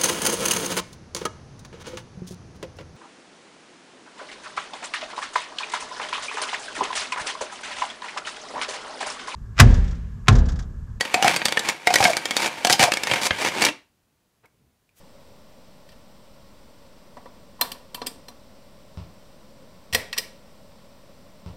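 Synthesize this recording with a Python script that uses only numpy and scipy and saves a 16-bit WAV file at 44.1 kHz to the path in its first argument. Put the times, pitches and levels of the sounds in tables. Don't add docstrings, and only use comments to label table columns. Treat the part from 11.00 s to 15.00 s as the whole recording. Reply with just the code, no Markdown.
import sys
import numpy as np
from scipy import signal
from scipy.fft import rfft, irfft
from scipy.io import wavfile
from scipy.ndimage import uniform_filter1d

SR = 44100
rng = np.random.default_rng(int(sys.argv[2]) if len(sys.argv) > 2 else 0)


def digitize_waveform(pressure):
    field = np.atleast_2d(pressure).T
    bounded = np.clip(field, -1, 1)
    quanta = np.round(bounded * 32767).astype(np.int16)
    wavfile.write(sys.argv[1], SR, quanta)


N = 176400
TIME = np.arange(N) / SR

# time in seconds, relative level in dB, treble crack gain in dB.
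KNOCKS = [(.0092, -15.5, 1.5), (.0519, -24.5, -4.5), (.1423, -10.5, -1), (.2256, -13.5, 1), (.2454, -20, 3),
          (.2798, -12, 0), (.3627, -17, 4), (.417, -21, -18), (.4549, -12.5, 4), (.4834, -21, 1.5),
          (.5235, -17.5, -0.5), (.5726, -12.5, -8.5), (.5935, -24, 7), (.6885, -15.5, 3),
          (.6989, -23.5, 0.5), (.8718, -9, -2.5), (.9054, -22.5, -3), (.9404, -13, 6), (.9572, -9.5, 3),
          (1.0266, -15.5, -4), (1.0407, -14.5, 6), (1.0526, -9, -10.5), (1.133, -21.5, -2.5),
          (1.1688, -18, 4), (1.2555, -20, 2), (1.309, -18.5, 1), (1.3668, -15, 4), (1.6488, -12, 2.5),
          (1.6705, -17, 4), (1.6981, -12, 2), (1.7266, -18, 14.5), (1.7956, -13.5, 1.5), (1.828, -11, 3),
          (1.9197, -13.5, -2), (1.9374, -17.5, 2), (1.9712, -21, 1.5), (2.035, -20.5, 3.5),
          (2.071, -19.5, -1), (2.1137, -14, -5.5), (2.1366, -17, -2), (2.3078, -13, -19), (2.6214, -13, 3),
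          (2.6505, -18, 11), (2.686, -19, -7.5)]
# time in seconds, relative level in dB, table swing pitch in Hz.
THUMPS = [(.1586, -25, 230), (.2445, -15, 150), (.452, -30.5, 85), (1.004, -16, 110), (1.052, -15.5, 190),
          (1.699, -22, 115), (1.796, -14.5, 140), (1.829, -18.5, 105), (2.114, -18.5, 125),
          (2.307, -19, 90)]
# frequency in Hz, gain in dB.
CONTACT_COLOUR = [(40, -18), (130, -3.5), (700, 4.5), (2300, 5.5), (4500, .5), (10000, -9.5), (15500, -24)]

THUD_HZ, CRACK_HZ = 1100, 3767
WALL_LOW_HZ, WALL_HIGH_HZ = 1509, 8930
IMPACT_GAIN_DB = 27
GRAZE_SAMPLES = 400


def from_db(db):
    return 10 ** (np.asarray(db) / 20)


def unit_rms(x):
    return x / np.sqrt(np.mean(x ** 2) + 1e-20)


def cut(x, hz, kind, order=2):
    return signal.sosfilt(signal.butter(order, hz, kind, fs=SR, output="sos"), x + 1e-18)


def three_bands(x):
    thud = cut(x, THUD_HZ, "low", order=3)
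    body = cut(cut(x, THUD_HZ, "high", order=3), CRACK_HZ, "low", order=3)
    crack = cut(x, CRACK_HZ, "high", order=3)
    return np.array([thud, body, crack])


def coloured(x, points):
    size = 2 * N
    hz, db = np.transpose(points)
    bin_hz = np.arange(N + 1) * SR / size
    gain = from_db(np.interp(np.log(bin_hz + 1), np.log(hz), db))
    cepstrum = irfft(np.log(gain))
    cepstrum[1:N] *= 2
    cepstrum[N + 1:] = 0
    return irfft(rfft(x, size) * np.exp(rfft(cepstrum)))[:N]


def resonance(x, hz, t60_s):
    r = from_db(-60 / (t60_s * SR))
    feedback = [1, -2 * r * np.cos(2 * np.pi * hz / SR), r * r]
    return signal.lfilter(np.array([1, 0, -1]) * (1 - r * r) / 2, feedback, x + 1e-18)


def add(track, start_s, sound):
    i = max(0, int(start_s * SR))
    track[i:i + len(sound)] += sound[:N - i]


def grains(rate_per_s=9000, spread_db=2.0):
    sizes = from_db(spread_db * np.minimum(rng.exponential(1, N), 5)) * rng.choice([-1, 1], N)
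    return unit_rms(sizes * (rng.random(N) < rate_per_s / SR))


def contact(graze_s=.003, snap_s=.0013, chatter_s=.005, max_rebound_s=.008):
    t = (np.arange(2048) - GRAZE_SAMPLES) / SR
    graze = from_db(-13) * np.exp(-abs(t) / graze_s)
    settle = np.exp(-abs(t) / snap_s) + from_db(-7.5) * np.exp(-abs(t) / chatter_s)
    since_rebound_s = t - max_rebound_s * rng.random()
    rebound = from_db(-5.5) * (since_rebound_s > 0) * np.exp(-abs(since_rebound_s) / snap_s)
    envelope = np.where(t < 0, graze, settle) + rebound
    burst = rng.standard_normal(len(t)) * envelope
    for _ in range(2):
        spectrum = rfft(burst)
        flat = irfft(spectrum / np.sqrt(uniform_filter1d(np.abs(spectrum) ** 2, size=25)))
        burst = flat * envelope / np.sqrt(uniform_filter1d(flat ** 2, size=31) + 1e-12)
    return burst / np.linalg.norm(burst)


def clack(max_main_hz, side_modes=5):
    hit = contact()
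    main = resonance(hit, rng.uniform(WALL_LOW_HZ, max_main_hz), t60_s=.022)
    positions = (np.arange(side_modes) + rng.random(side_modes)) / side_modes
    side_hz = WALL_LOW_HZ * (WALL_HIGH_HZ / WALL_LOW_HZ) ** positions
    side = sum(resonance(hit, hz, t60_s=.038) for hz in side_hz)
    out = hit + from_db(9.5) * main + from_db(6) * side
    return out / np.linalg.norm(out)


def knocks():
    out = np.zeros(N)
    for time_s, db, crack_db in KNOCKS:
        knock = from_db([0, 0, crack_db]) @ three_bands(clack(CRACK_HZ))
        add(out, time_s - GRAZE_SAMPLES / SR, from_db(db + IMPACT_GAIN_DB) * knock)
    return coloured(out, CONTACT_COLOUR)


def rattle(rate_per_s=170, spread_db=7):
    out = np.zeros(N)
    for k in range(int(rate_per_s * N / SR)):
        time_s = (k + rng.random()) / rate_per_s
        gain = from_db(spread_db * rng.uniform(-1, 1))
        add(out, time_s, gain * clack(WALL_HIGH_HZ))
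    return unit_rms(out)


def grip(judder_s=.005, judder_db=2.2):
    # time in seconds, half width in seconds, dip in dB.
    turns = [(.81, 0.078, -8), (1.778, 0.016, -7), (1.905, .012, -4.5), (2.292, 0.01, -7.5)]
    judder = unit_rms(uniform_filter1d(rng.standard_normal(N), size=int(judder_s * SR)))
    dips_db = sum(db * np.exp(-((TIME - time_s) / width_s) ** 2) for time_s, width_s, db in turns)
    return from_db(judder_db * np.clip(judder, -2, 2) + dips_db)


def scrape(stop_s=2.7):
    # peak time, rise and fall in seconds, relative body and treble levels in dB.
    skids = [(0.274, 0.021, 0.051, -25, -28), (.685, 0.037, 0.016, -34, -37),
             (.975, 0.067, .02, -35.5, -35), (1.055, 0.053, 0.045, -31.5, -28.5),
             (1.457, 0.058, 0.018, -29, -29.5), (1.713, 0.0091, 0.027, -28, -23),
             (1.814, 0.016, 0.033, -22.5, -20.5), (2.15, 0.058, 0.058, -32.5, -36.5),
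             (2.257, .027, 0.015, -29, -25), (2.477, 0.062, 0.011, -29, -31),
             (2.585, 0.043, 0.017, -34.5, -39.5), (2.666, 0.047, 0.017, -27, -29.5)]
    # frequency in Hz, gain in dB, T60 in seconds.
    wall_modes = [(920, -0.5, 0.02), (2330, -4, .018)]
    power = np.zeros((2, N))
    for peak_s, rise_s, fall_s, *levels_db in skids:
        width_s = np.where(TIME < peak_s, rise_s, fall_s)
        swell = np.exp(-np.minimum(((TIME - peak_s) / width_s) ** 2, 20))
        power += from_db(levels_db)[:, None] ** 2 * swell
    body, treble = np.sqrt(power)
    rough = np.sqrt(.5) * (grains() + rattle())
    skid = np.array([body, body, treble]) * three_bands(rough)
    glide = from_db([[-42], [-42], [-46.5]]) * (TIME < stop_s) * three_bands(grains())
    rub = coloured(from_db(10) * (skid + glide).sum(axis=0) * grip(), CONTACT_COLOUR)
    return rub + sum(from_db(db) * resonance(rub, hz, t60_s) for hz, db, t60_s in wall_modes)


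def hollow(rubbing, t60_s=.064, levelling_s=.052):
    # start and end in seconds, first and last pitch in Hz, level in dB.
    air_notes = [(.141, .235, 720, 780, -23), (0.245, .272, 780, 680, -16.5), (.871, .93, 700, 751, -21.5),
                 (1.003, 1.11, 802, 647, -19.5), (1.648, 1.735, 693, 796, -23.5),
                 (1.793, 1.885, 750, 685, -20), (2.561, 2.71, 345, 300, -33)]
    blows, out = np.zeros(N), np.zeros(N)
    for time_s, db, _ in KNOCKS + THUMPS:
        add(blows, time_s, from_db([db + IMPACT_GAIN_DB]))
    r = from_db(-60 / (t60_s * SR))
    for start_s, end_s, first_hz, last_hz, db in air_notes:
        pitch_hz = np.interp(TIME, [start_s, end_s], [first_hz, last_hz])
        carrier = np.exp(2j * np.pi * np.cumsum(pitch_hz) / SR)
        drive = (blows + rubbing) * (TIME > start_s)
        ring = (carrier * signal.lfilter([1], [1, -r], drive / carrier + 1e-18)).real
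        power = np.abs(uniform_filter1d(ring ** 2, size=int(levelling_s * SR)))
        release = r ** (SR * np.clip(TIME - end_s, 0, .5))
        out += from_db(db) * ring / np.sqrt(power + 1e-6) * release
    return out


def thumps(rise_s=.0045, swing_db=-7.5):
    thuds, swings = np.zeros(N), np.zeros(N)
    envelope = TIME / rise_s * np.exp(1 - TIME / rise_s)
    for time_s, db, hz in THUMPS:
        thud = cut(contact(), THUD_HZ, "low")
        add(thuds, time_s - GRAZE_SAMPLES / SR, from_db(db + IMPACT_GAIN_DB) * thud)
        add(swings, time_s, from_db(db + swing_db) * envelope * np.sin(2 * np.pi * hz * TIME))
    return coloured(thuds, CONTACT_COLOUR), swings


def lift_off(sleeve_s=3.99, sleeve_width_s=.019, sleeve_db=-56):
    # time in seconds, level in dB, width in seconds, upper edge in Hz.
    bumps = [(3.45, -53, 0.0093, 1200), (3.63, -65, .065, 170)]
    # time in seconds, level in dB, ring pitch in Hz.
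    ticks = [(3.457, -31.5, 2210), (3.892, -39, 2450)]
    out = np.zeros(N)
    for time_s, db, width_s, top_hz in bumps:
        rumble = unit_rms(cut(cut(grains(), top_hz, "low"), 47, "high"))
        out += from_db(db) * np.exp(-.5 * ((TIME - time_s) / width_s) ** 2) * rumble
    for time_s, db, hz in ticks:
        touch = contact()
        ring = resonance(touch, hz, t60_s=.016)
        tick = ring / np.linalg.norm(ring) + from_db(-6) * touch
        add(out, time_s - GRAZE_SAMPLES / SR, from_db(db) * tick)
    sleeve = np.exp(-.5 * ((TIME - sleeve_s) / sleeve_width_s) ** 2) * grains()
    return out + from_db(sleeve_db) * sleeve


def room(x, level_db=-13, t60_s=.27, treble_t60_s=.14, onset_s=.0033):
    t = TIME[:SR // 2]
    noise = rng.standard_normal(len(t))
    low = cut(noise, 4000, "low", order=1)
    tail = low * from_db(-60 * t / t60_s) + (noise - low) * from_db(-60 * t / treble_t60_s)
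    tail *= np.clip(t / onset_s - .5, 0, 1)
    return from_db(level_db) * signal.fftconvolve(x, tail / np.linalg.norm(tail))[:N]


def noise_floor(level_db=-69):
    # frequency in Hz, relative level in dB.
    floor_colour = [(30, -10), (100, -7), (1200, -22.5), (15000, -32)]
    return from_db(level_db) * unit_rms(coloured(rng.standard_normal(N), floor_colour))


def scene():
    # frequency in Hz, gain in dB, T60 in seconds.
    cup_table_modes = [(166, -1, .15), (207, 0, .18), (344, 2, .1), (531, -2, .07), (2190, -5, .03),
                       (4594, -5, .06)]
    rubbing = scrape()
    thuds, swings = thumps()
    contacts = knocks() + thuds + rubbing
    ringing = sum(from_db(db) * resonance(contacts, hz, t60_s) for hz, db, t60_s in cup_table_modes)
    direct = contacts + ringing + swings + hollow(rubbing) + lift_off()
    return cut(direct + noise_floor() + room(direct), 35, "high")[None]


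def record(dry):
    ceiling, cutoff_hz = .9, 15600
    low_pass = signal.ellip(10, .1, 70, cutoff_hz, fs=SR, output="sos")
    return signal.sosfilt(low_pass, ceiling * np.tanh(dry / ceiling))


dry = scene()
out = record(dry)
digitize_waveform(out)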